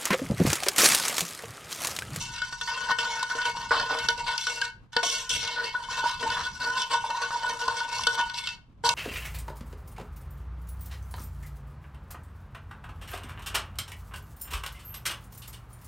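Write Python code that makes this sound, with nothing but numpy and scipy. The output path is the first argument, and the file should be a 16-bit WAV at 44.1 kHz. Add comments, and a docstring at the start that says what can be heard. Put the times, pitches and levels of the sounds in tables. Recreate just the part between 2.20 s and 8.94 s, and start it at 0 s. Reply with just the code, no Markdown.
"""A metal spoon stirs thick sauce in a steel pan held in the hand, in a quiet home kitchen.
The spoon rubs and knocks on the pan; this rough force rings the pan's clear low modes and its dense upper ones.
Muffled bumps, lumpy sauce noise, scratches and a ring that slides in pitch are filtered noise or short sines.
Feedback delays give the room's brief answer; a low rumble, handling thumps and a mains hum lie under it.
Two close microphones hear each mode with slightly different timing and level."""
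import sys
import numpy as np
from scipy import signal
from scipy.fft import rfft, irfft
from scipy.io import wavfile

SR = 44100
rng = np.random.default_rng(int(sys.argv[2]) if len(sys.argv) > 2 else 0)


def persist_wave(psi):
    """Save psi, clipped to +-1, as 16-bit WAV."""
    counts = np.round(np.clip(psi, -1, 1) * 32767).astype(np.int16)
    wavfile.write(sys.argv[1], SR, np.atleast_2d(counts).T)


def how_loud(loudness_db):
    """Turn decibels into a plain amplitude multiplier (0 dB gives 1, 20 dB gives 10)."""
    steps = np.asarray(loudness_db, float) / 20
    return 10 ** steps


N = 297234
STEP = 64   # samples per step of the slow controls

# clear modes of the pan, damped by sauce and hand: pitch_hz, width_hz, level_db (balance within a zone)
PAN_MODES = [(467.5, 9.9, -9), (600, 48, -29), (915, 8.9, -6), (951.6, 11.3, 0), (1167, 51, -22),
             (1476.8, 13.1, 4), (1830, 23, -13), (2188, 10.4, -3.5), (2650, 19, -8.5), (2736, 18, -4.5),
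             (3045.5, 22.7, -3.5), (3470, 33.5, -5.5), (3630, 78, -28), (3690, 20, -17.5), (4008, 50, -10),
             (4560, 17, -19), (4500, 73, -8), (4960, 39, -17), (5020, 33, -18), (5440, 17, -20),
             (5880, 30, -20.5)]
# how much louder the left microphone is than the right: pitch_hz, level_db
LEFT_OVER_RIGHT = [(60, -4), (150, -0.5), (380, 4.5), (950, -0.5), (2380, 2), (5980, 0.5), (15000, -8)]
# the spoon's edge skids along the bare wall, bright and dying away:
# start_s, length_s, ring_db, grit_db (relative to ring), thud_db (relative to ring)
SKID_TIMES = [(2.83, 0.2, -38.5, 5.5, -5.5), (3.093, 0.2, -41.5, 11, -6)]
SKID_RISE_S, SKID_FADE_DB_PER_S = 0.004, 67.5


def rms_one(x):
    """Scale to rms 1."""
    return x / np.sqrt(np.mean(x ** 2) + 1e-20)


def at_hz(points, hz):
    """Read a table on a log-frequency axis."""
    table_hz, value = np.transpose(points)
    return np.interp(np.log(hz), np.log(np.maximum(table_hz, 1)), value)


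def drift(rate_hz):
    """Slow random wander of rms 1, one value per control step: noise smoothed by a two-step low-pass."""
    r = np.exp(-2 * np.pi * rate_hz * STEP / SR)
    noise = rng.standard_normal(N // STEP + 1001)
    return rms_one(signal.lfilter([1], [1, -2 * r, r * r], noise)[1000:])   # drop the filter's warm-up


def to_samples(slow):
    """Join control steps by straight lines."""
    return np.interp(np.arange(N) / STEP, np.arange(len(slow)), slow)


def friction(catches_per_s, size_db, share, channels=1):
    """Fine roughness is smooth noise, new for each channel; larger catches are shared jolts of uneven size."""
    caught = rng.random(N) < catches_per_s / SR
    size = how_loud(size_db * np.minimum(rng.exponential(1, N), 4))
    jolts = caught * size * rng.choice([-1, 1], N)
    smooth = rng.standard_normal((channels, N))
    return np.sqrt(1 - share) * smooth + np.sqrt(share) * rms_one(jolts)


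def envelopes(rows, rise_s, fade_db_per_s):
    """One loudness shape per row: a rise, a slow fade, a quick lift of the spoon."""
    lift_db_per_s = 405
    start, length = np.transpose(rows)[:2]
    since = np.arange(N // STEP + 1) * STEP / SR - start[:, None]
    faded_db = fade_db_per_s * np.maximum(since, 0)
    lifted_db = lift_db_per_s * np.maximum(since - length[:, None], 0)
    return np.clip(since / rise_s, 0, 1) * how_loud(-faded_db - lifted_db)


def room_tone():
    """Rumble of the house and appliances is shaped noise, partly alike in both microphones; the hum is a sine."""
    # spectrum of the rumble: pitch_hz, level_db (per Hz, only the shape counts)
    rumble_shape = [(12, -43.5), (20, 7), (92, -7), (139, -12.5), (183, -1), (249, -16.5), (294, -19.5),
                    (398, -24.5), (1050, -18.5), (1830, -30), (3010, -31.5), (15000, -57)]
    # likeness of left and right: pitch_hz, likeness (0 to 1)
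    likeness = [(60, 0.42), (240, 0.11), (950, 0.46), (3770, 0.29), (15000, 0.21)]
    rumble_db, hum_db, hum_hz = -58.5, -64, 120
    hz = np.maximum(np.fft.rfftfreq(N, 1 / SR), 10)
    alike = np.clip(at_hz(likeness, hz), 0, 1)
    mid, side = rfft(rng.standard_normal((2, N)))
    left_right = np.array([[1], [-1]])
    both = np.sqrt(1 + alike) * mid + np.sqrt(1 - alike) * side * left_right
    shape_db = at_hz(rumble_shape, hz) + 0.5 * at_hz(LEFT_OVER_RIGHT, hz) * left_right
    rumble = rms_one(irfft(both * how_loud(shape_db), N))
    rumble_level = to_samples(how_loud(rumble_db + 2.0 * drift(18)))
    hum = np.sqrt(2) * np.sin(2 * np.pi * hum_hz * np.arange(N) / SR)
    hum_level = to_samples(how_loud(hum_db + 2.8 * drift(3.2)))
    return rumble_level * rumble + hum_level * hum


def handling():
    """Uneven low thumps as the body that carries the microphones moves: noise in a low band."""
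    # level of the thumps: time_s, level_db
    thump_level = [(0.0, -47), (0.22, -56), (1.01, -56.5), (1.09, -80), (1.29, -48), (2.08, -51.5),
                   (2.18, -73), (2.61, -49.5), (2.801, -77), (3.26, -42), (3.28, -55.5), (4.34, -50),
                   (4.35, -55), (5.72, -64.5), (5.76, -52.5), (6.46, -57.5), (6.49, -52), (6.74, -49)]
    band_hz, lumps_db, lumps_per_s = (22, 140), 4, 6
    band = signal.butter(2, band_hz, "band", fs=SR, output="sos")
    low = rms_one(signal.sosfilt(band, rng.standard_normal(N)))
    lumpy = rms_one(low * to_samples(how_loud(lumps_db * drift(lumps_per_s))))
    return how_loud(np.interp(np.arange(N) / SR, *np.transpose(thump_level))) * lumpy


def kitchen(x):
    """The room's answer: six feedback delays a side, duller on every round, stepped block by block."""
    t60_s, wall_cut_hz = 0.33, 13000
    dull = np.exp(-2 * np.pi * wall_cut_hz / SR)
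    out = np.zeros((2, N))
    lags = (rng.uniform(0.0081, 0.034, 12) * SR).astype(int)
    for k, lag in enumerate(lags):
        loop, state = x.copy(), [0.]
        gain = how_loud(-60 * lag / SR / t60_s)
        for i in range(lag, N, lag):
            back, state = signal.lfilter([gain * (1 - dull)], [1, -dull], loop[i - lag:i], zi=state)
            loop[i:i + lag] += back[:N - i]
        out[k % 2] += (loop - x) * (-1) ** (k // 2)
    return out


def slosh():
    """Heavy pushes drag the spoon's bowl through the sauce: grainy noise in a band of its own for each push."""
    # pushes: start_s, length_s, level_db (before the rise and fade), centre_hz
    pushes = [(1.506, 0.045, -23, 1112), (1.538, 0.084, -34.5, 700), (1.69, 0.063, -31, 970),
              (4.026, 0.032, -45, 295.6), (4.156, 0.056, -32.5, 1260)]
    width_octaves, rise_s, fade_db_per_s = 0.81, 0.011, 61
    grains = friction(900, size_db=3.5, share=0.63)[0]
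    out = np.zeros(N)
    for (_, _, db, hz), shape in zip(pushes, envelopes(pushes, rise_s, fade_db_per_s)):
        edges_hz = hz * 2 ** (width_octaves * np.array([-0.5, 0.5]))
        band = signal.butter(2, edges_hz, "band", fs=SR, output="sos")
        out += how_loud(db) * rms_one(signal.sosfilt(band, grains)) * to_samples(shape)
    return out


def bumps():
    """The bowl bumps the sauce-covered bottom: a sine swells and dies in a few cycles, choked by the sauce."""
    # bumps: start_s, peak_db, pitch_hz, length_s
    bump_times = [(0.697, -18.5, 1000, 0.0048), (0.707, -17.5, 1030, 0.0083), (1.028, -20, 1000, 0.012),
                  (1.349, -29, 945, 0.016), (1.369, -28, 1030, 0.0059), (1.597, -18, 1460, 0.025),
                  (2.417, -17.5, 1582, 0.016), (2.766, -18, 1710, 0.006), (2.832, -27, 700, 0.026),
                  (3.539, -28, 1000, 0.027), (3.685, -27.5, 1010, 0.017), (3.83, -24.5, 920, 0.028),
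                  (3.857, -19.5, 946, 0.026), (3.895, -29, 1020, 0.013), (4.055, -23.5, 908, 0.051),
                  (4.84, -20, 930, 0.013), (4.86, -28, 936, 0.018), (4.9, -25, 915, 0.023),
                  (4.944, -22, 990, 0.018), (5.032, -22.5, 1488, 0.026), (5.158, -24, 942, 0.014),
                  (5.244, -20.5, 961, 0.017), (5.481, -16, 1021, 0.0092), (5.793, -22, 1020, 0.0097)]
    out = np.zeros(N)
    for s, db, hz, length in bump_times:
        t = np.arange(int(3 * length * SR)) / SR
        u = 4 * t / length   # the swell peaks at u = 1
        swell = (u * np.exp(1 - u)) ** 1.5
        at = int(s * SR)
        out[at:at + len(t)] += how_loud(db) * swell * np.sin(2 * np.pi * (hz * t + rng.random()))
    return out


def rasp():
    """Fine scratching through the wall's bright resonances while the edge skids: twice-filtered friction."""
    # resonances of the bare wall: pitch_hz, width_hz (of each filter pass), level_db (before the envelope)
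    wall_rings = [(3345, 750, -30.5), (5700, 800, -37), (8100, 1800, -49.5), (12400, 1800, -62)]
    rough = friction(1500, size_db=0.5, share=0.54, channels=2)
    out = np.zeros((2, N))
    for hz, width_hz, db in wall_rings:
        r = np.exp(-np.pi * width_hz / SR)
        peak = [1, 0, -1, 1, -2 * r * np.cos(2 * np.pi * hz / SR), r * r]
        out += how_loud(db) * rms_one(signal.sosfilt([peak, peak], rough))
    return out * to_samples(envelopes(SKID_TIMES, SKID_RISE_S, SKID_FADE_DB_PER_S).sum(axis=0))


def zone_db(ring_db, grit_db, thud_db, hiss_db):
    """Levels of thud, ring, grit and hiss for each contact; a gritty contact hisses the more."""
    hiss_follows_grit = 0.28
    hiss = hiss_db + (1 + hiss_follows_grit) * grit_db
    return ring_db + np.array([thud_db, 0 * ring_db, grit_db, hiss])


def slides(rows, rise_s, fade_db_per_s, hiss_db):
    """Power that sliding contacts put into each zone."""
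    levels = how_loud(zone_db(*np.transpose(rows)[2:], hiss_db))
    return levels ** 2 @ envelopes(rows, rise_s, fade_db_per_s) ** 2


def rubbing():
    """Strength of the rubbing in each zone per control step: the powers of all sliding contacts add up."""
    # the spoon rests on the steel and slides lightly between strokes: start_s, length_s
    contact_times = [(-.05, 2.528), (2.718, 3.57), (6.629, .2)]
    # strokes over the bottom of the pan:
    # start_s, length_s, ring_db, grit_db (relative to ring), thud_db (relative to ring)
    stroke_times = [(-.03, 0.081, -41.5, 4, -19.5), (0.125, 0.14, -41.5, 0, -37),
                    (0.31, 0.0083, -64, 5, -22), (0.41, 0.076, -70.5, 24, -28),
                    (0.475, 0.21, -30, -6, -20.5), (0.68, 0.036, -24.5, -9, -28.5),
                    (0.778, 0.0083, -31, 2.5, -23), (0.787, 0.27, -31.5, -4, -16.5),
                    (0.94, 0.026, -31.5, -5, -18), (1.165, 0.028, -29, -13, -27),
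                    (1.095, 0.18, -32, -7, -24), (1.24, 0.055, -30, -4, -15),
                    (1.35, 0.11, -37.5, -3, -14.5), (1.505, 0.17, -28.5, -6, -12),
                    (1.69, 0.087, -31, -6.5, -7), (1.78, 0.07, -31, -3, -20), (1.89, 0.01, -39, 6, -15),
                    (1.97, 0.042, -33, -3, -21.5), (2.06, 0.092, -30.5, -6.5, -22),
                    (2.175, 0.11, -46.5, 7.5, -26), (2.26, 0.12, -37, 1, -9), (2.42, 0.031, -39.5, 1, -18),
                    (2.44, 0.016, -55.5, 10, -29), (2.765, 0.012, -27, -15.5, -20.5),
                    (2.99, 0.16, -65, -6.5, -36), (3.125, 0.034, -41, 9, -9), (3.22, 0.13, -35, -0.5, -15),
                    (3.35, 0.085, -33, -9.5, -15.5), (3.43, 0.05, -38, 1.5, -9.5),
                    (3.53, 0.4, -41, -58.5, -14), (3.69, 0.12, -34, -3.5, -18), (3.76, 0.018, -30, -4, -12),
                    (3.83, 0.098, -31, -5.5, -38), (3.99, 0.12, -34, -2.5, -10),
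                    (4.11, 0.099, -29.5, -8, -16.5), (4.155, 0.12, -32.5, -5.5, -28),
                    (4.39, 0.26, -31.5, -6.5, -12), (4.56, 0.063, -34.5, -1, -20),
                    (4.695, 0.066, -25.5, -7, -15), (4.835, 0.03, -33.5, -8, -14),
                    (4.885, 0.011, -31.5, -13, -9.5), (4.935, 0.14, -33.5, -10, -23),
                    (5.015, 0.012, -26.5, -3.5, -12), (5.105, 0.12, -32.5, -12.5, -16),
                    (5.21, 0.14, -31.5, -13.5, -13), (5.28, 0.027, -30, -6, -17.5),
                    (5.385, 0.083, -36, -3, -13.5), (5.475, 0.28, -31.5, -7.5, -16),
                    (5.56, 0.038, -32.5, 1, -30), (5.71, 0.28, -36, 0.5, -15),
                    (5.875, 0.084, -39, -1.5, -8.5), (5.925, 0.015, -33, -1.5, -14.5),
                    (5.965, 0.034, -24, -11, -34), (6.05, 0.044, -41.5, -6.5, -50),
                    (6.13, 0.2, -57.5, 17.5, -39), (6.24, 0.084, -46.5, 3.5, -21),
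                    (6.64, 0.0096, -22.5, -4, -14), (6.69, 0.11, -39.5, 0.5, -19)]
    rise_s, stroke_fade_db_per_s = 0.013, 43
    ring_db, grit_db, thud_db = -47.5, -2.5, -34.5   # of the light contact
    resting = [(s, length, ring_db, grit_db, thud_db) for s, length in contact_times]
    power = slides(resting, rise_s, 0, hiss_db=-2)
    power = power + slides(stroke_times, rise_s, stroke_fade_db_per_s, hiss_db=-7)
    power = power + slides(SKID_TIMES, SKID_RISE_S, SKID_FADE_DB_PER_S, hiss_db=-4)
    return np.sqrt(power)


def loaded_ring():
    """One ring of the bottom slides in pitch as the spoon presses on other spots: a slow random swing
    carried on the moving pitch."""
    # the moving ring: time_s, pitch_hz, level_db (relative to the ring's rubbing)
    moving_pitch = [(0.0, 989, -23), (0.3, 1020, -10), (0.7, 1038, -6.5), (0.94, 988, -14),
                    (1.16, 1030, -4.5), (1.28, 992, -8), (1.52, 1080, -1.5), (1.88, 985, -11),
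                    (2.399, 1000, -14.5), (2.81, 991, -6), (2.87, 1096, 0.5), (3.19, 980, -13),
                    (3.55, 986, 1), (3.7, 998, -9), (3.78, 1040, -6), (3.85, 975, -5), (3.92, 1015, -2.5),
                    (4.0, 1047, -6), (4.08, 1027, -3), (4.17, 1004, -6), (4.26, 1020, -8), (4.4, 1006, -2),
                    (4.47, 972, -5.5), (4.58, 1035, 1), (4.651, 1000, -6), (4.71, 1080, -7.5),
                    (4.8, 1001, -14), (4.95, 1065, -7), (5.03, 1113, -6.5), (5.15, 1012, -6),
                    (5.24, 986, -11), (5.4, 990, -4), (5.48, 1040, 0), (5.55, 1097, -17), (5.62, 997, -11),
                    (5.8, 1018, -8), (5.88, 1082, -9), (6.0, 970, -8), (6.4, 982, -12), (6.74, 1014, 0)]
    width_hz = 47
    s, hz, db = np.transpose(moving_pitch)
    t = np.arange(N) / SR
    r = np.exp(-np.pi * width_hz / SR)
    rough = friction(300, size_db=5.0, share=0.53, channels=2)
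    drive = rough * to_samples(rubbing()[1]) * how_loud(np.interp(t, s, db))
    swing = signal.lfilter([2 * (1 - r) ** 1.5], [1, -2 * r, r * r], drive[0] + 1j * drive[1])
    turns = np.cumsum(np.interp(t, s, hz)) / SR
    return np.real(swing * np.exp(2j * np.pi * turns))


def all_modes():
    """Clear modes, then dense ones that are about as wide as their spacing."""
    # dense overlapping modes: pitch_hz, level_db (balance within a zone)
    dense_levels = [(290, -30), (400, -56.5), (620, -22.5), (830, -39.5), (1080, -20), (1300, -38),
                    (1650, -30), (2100, -28), (3300, -18), (5500, -18), (7000, -28.5), (8000, -28),
                    (10000, -39), (12500, -47.5), (14200, -56), (15500, -80)]
    dense_hz = np.geomspace(260, 15300, num=110) * (1 + 0.008 * rng.standard_normal(110))
    return PAN_MODES + [(f, 0.019 * f + 20, at_hz(dense_levels, f)) for f in dense_hz]


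def blows(count):
    """Force of each knock: one sharp tick and a few milliseconds of chatter."""
    tick_share, chatter_s = 0.37, 0.0023   # share of the energy; decay time
    decay = np.exp(-np.arange(600) / (chatter_s * SR))
    blow = np.sqrt(1 - tick_share) * decay * rng.standard_normal((count, 600))
    blow[:, 0] = np.sqrt(tick_share * chatter_s * SR / 2)
    return blow


def tone_db(hz, zone):
    """Slow change of a mode's drive as the spoon wanders: the two main rings trade places, the treble changes."""
    # wandering tone: time_s, upper_ring_db (relative to the lower ring), treble_db
    tone_moves = [(0.0, -8, 6), (0.178, 5.5, -0.5), (0.36, -4, 1.5), (0.54, 0.5, -1), (0.72, 3, 1),
                  (0.9, -3.5, 1.8), (1.08, 9, 2.5), (1.26, -4.5, 0), (1.44, 0, -0.3), (1.62, 3.5, -3),
                  (1.8, -0.5, 0.5), (1.98, -7, -1.5), (2.16, -0.5, -1), (2.34, -5, 3), (2.52, 12, -3.5),
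                  (2.7, -4.5, -6), (2.881, 6.5, 5), (3.06, 3.5, 3.2), (3.24, -5.5, -5), (3.42, 7, -2),
                  (3.6, 2, -3), (3.78, -0.5, 3), (3.96, -3.5, -0.8), (4.14, 4, 2.5), (4.32, -5, -2),
                  (4.5, 0.5, 4.5), (4.68, -5, 1), (4.86, -7, 2), (5.04, -2, 0.5), (5.22, -2, 2),
                  (5.399, -2, 1.5), (5.58, -3, -2.5), (5.761, -5.5, 0.5), (5.94, -2, 3.5), (6.12, -5, -3.5),
                  (6.3, 5.5, -4.5), (6.48, 38, -3), (6.66, -10.5, 6)]
    ring_split_hz = 1300
    s, upper_db, treble_db = np.transpose(tone_moves)
    ring_db = upper_db * (0.5 if hz > ring_split_hz else -0.5)
    change_db = [0 * s, ring_db, 0 * s, treble_db][zone]
    return np.interp(np.arange(N // STEP + 1) * STEP / SR, s, change_db)


def at_microphones(swing, hz, r, w):
    """Each mode reaches the two microphones with its own phase and level, swaying between left and right."""
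    # spread of the left-right phase: pitch_hz, spread_rad
    phase_spread = [(300, 0.072), (1200, 0.17), (3000, 0.6), (7000, 0.34), (14000, 0.37)]
    # how far a mode sways between left and right: pitch_hz, sway (before a soft limit)
    sway_depth = [(500, 0.046), (3000, 0.26), (7000, 0.39), (14000, 0.97)]
    left_lag_s = 3e-5
    turn = -2 * np.pi * hz * left_lag_s + at_hz(phase_spread, hz) * rng.standard_normal()
    sway = to_samples(np.tanh(at_hz(sway_depth, hz) * drift(25.0)))
    sides = []
    for half in (0.5, -0.5):   # left, right
        phase = w + half * turn
        heard = signal.lfilter([np.sin(phase), r * np.sin(w - phase)], [1], swing)
        sides.append(how_loud(half * at_hz(LEFT_OVER_RIGHT, hz)) * (1 + 2 * half * sway) * heard)
    return np.array(sides)


def pan():
    """Rubbing and knocks ring every mode, a damped resonator; how well each is driven wanders as the spoon
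    moves over its nodes."""
    # lower edges of the thud, ring, grit and hiss zones, then the top: edge_hz
    zones_hz = [250, 850, 2000, 5500, 16000]
    # spoon on steel: time_s, ring_db, grit_db (relative to ring), thud_db (relative to ring)
    knock_times = [(0.013, -39, 10, -26), (0.218, -22, -3, -21.5), (0.326, -22.5, -8.5, -28),
                   (0.412, -17.5, -3, -23), (0.475, -16, -8, -31), (0.712, -20, -5, -24),
                   (0.786, -13.5, -4.5, -15), (0.845, -45, -35, -8), (1.028, -35.5, 13, -0.5),
                   (1.099, -21, -6, -35), (1.151, -24, -8, 0), (1.216, -15.5, -14, -42),
                   (1.508, -12, -32, -4), (1.559, -30, -15, -22), (1.598, -11.5, -8.5, -41),
                   (1.787, -24.5, 2, -16), (1.886, -10.5, -0.5, -7), (1.978, -32.5, 2, -4),
                   (2.065, -17, -11.5, -34), (2.178, -27, 8, -15), (2.211, -34, 7, -44),
                   (2.268, -15.5, -5.5, -15), (2.415, -20, 3, -18), (2.756, -39, -9, -8),
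                   (2.765, -10.5, -3, -10), (2.83, -15.5, -4.5, -5.5), (3.093, -40, 19, -13),
                   (3.275, -32, 11.5, -10), (3.549, -18.5, -26, -37), (3.839, -13.5, -20, -10),
                   (4.028, -18.5, -7, -2), (4.101, -19.5, -4, -23), (4.57, -24, -15, -13),
                   (4.58, -16.5, -6, -26), (4.903, -19.5, -4.5, -17), (4.974, -29, -5, -17.5),
                   (5.031, -32.5, 0.5, -37.5), (5.106, -14.5, -18, -45), (5.48, -24.5, 1.5, -3),
                   (5.603, -16, -18, -22), (5.783, -31, 6, -15), (5.835, -32.5, 10.5, -12),
                   (5.869, -12, 1, -8), (6.01, -26, 1, -34), (6.097, -24.5, -3.5, -30),
                   (6.142, -24, -3.8, -37), (6.186, -26.5, 5.5, -16), (6.272, -25.5, 6, -43),
                   (6.638, -18, -10, 4), (6.67, -21.5, -6, -27), (6.69, -13, 3, -5.5)]
    # each mode flickers on its own, one value per zone: wander_db
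    wander_db = [1.9, 2.17, 4.2, 3.4]
    colour_db, colour_octaves = 1.8, 0.4   # neighbours swell together as the contact point moves
    waver_s, wavers_per_s = 1.2e-4, 4      # the shifting sauce bends the clear modes slightly
    crack_db = 1   # a knock drives the dense grit modes harder than rubbing does

    modes = np.array(all_modes())
    zones = np.searchsorted(zones_hz, modes[:, 0]) - 1
    # power of each zone under unit noise, to be divided out
    power = np.bincount(zones, how_loud(modes[:, 2]) ** 2 * modes[:, 1] * np.pi / SR)
    rub = rubbing()
    patch = (np.log2(modes[:, 0] / zones_hz[0]) / colour_octaves).astype(int)
    patch_db = [colour_db * drift(7.3) for _ in range(30)]
    pressure = to_samples(how_loud(1.73 * drift(31)))   # trembles
    force = friction(700, size_db=4.0, share=0.48, channels=3) * pressure

    knocks = np.array(knock_times)
    knock_db = zone_db(*knocks[:, 1:].T, hiss_db=-9.5)
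    at = np.round(knocks[:, 0] * SR).astype(int)[:, None] + np.arange(600)
    blow = blows(len(at))
    luck_db = 2.0 * rng.standard_normal((len(at), len(modes)))

    out = np.zeros((2, N))
    for k, ((hz, width_hz, level_db), zone) in enumerate(zip(modes, zones)):
        clear = k < len(PAN_MODES)
        shift_db = tone_db(hz, zone)
        moving_db = wander_db[zone] * drift(13.3) + patch_db[patch[k]] + shift_db
        drive = force[k % 3] * to_samples(rub[zone] * how_loud(moving_db))
        strength_db = knock_db[zone] + luck_db[:, k] + shift_db[at[:, 0] // STEP]
        if not clear and zone == 2:
            strength_db = strength_db + crack_db
        np.add.at(drive, np.minimum(at, N - 1), how_loud(strength_db)[:, None] * blow)

        r, w = np.exp(-np.pi * width_hz / SR), 2 * np.pi * hz / SR
        gain = 2 * (1 - r) * how_loud(level_db) / np.sqrt(power[zone])
        swing = signal.lfilter([gain], [1, -2 * r * np.cos(w), r * r], drive)
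        if clear:
            bend = SR * waver_s * to_samples(drift(wavers_per_s))
            swing = np.interp(np.arange(N) + bend, np.arange(N), swing)
        out += (-1) ** k * at_microphones(swing, hz, r, w)
    return out


def scene():
    """The pan, its echo in the kitchen, the room tone and handling."""
    direct = pan() + loaded_ring() + rasp() + slosh() + bumps()
    echo = how_loud(-19.5) * kitchen(direct.mean(axis=0))
    return direct + echo + room_tone() + handling()


def low_pass(x):
    """Removes everything above the highest recorded frequency."""
    return signal.sosfilt(signal.butter(12, 15870, fs=SR, output="sos"), x)


def record(dry):
    """A steep low-pass cuts the top of the sound."""
    top_cut = signal.cheby2(8, 40, 15800, fs=SR, output="sos")   # order, depth in dB, stop edge in Hz
    mix = signal.sosfilt(top_cut, dry)
    return low_pass(mix)


dry = scene()
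out = record(dry)
persist_wave(out)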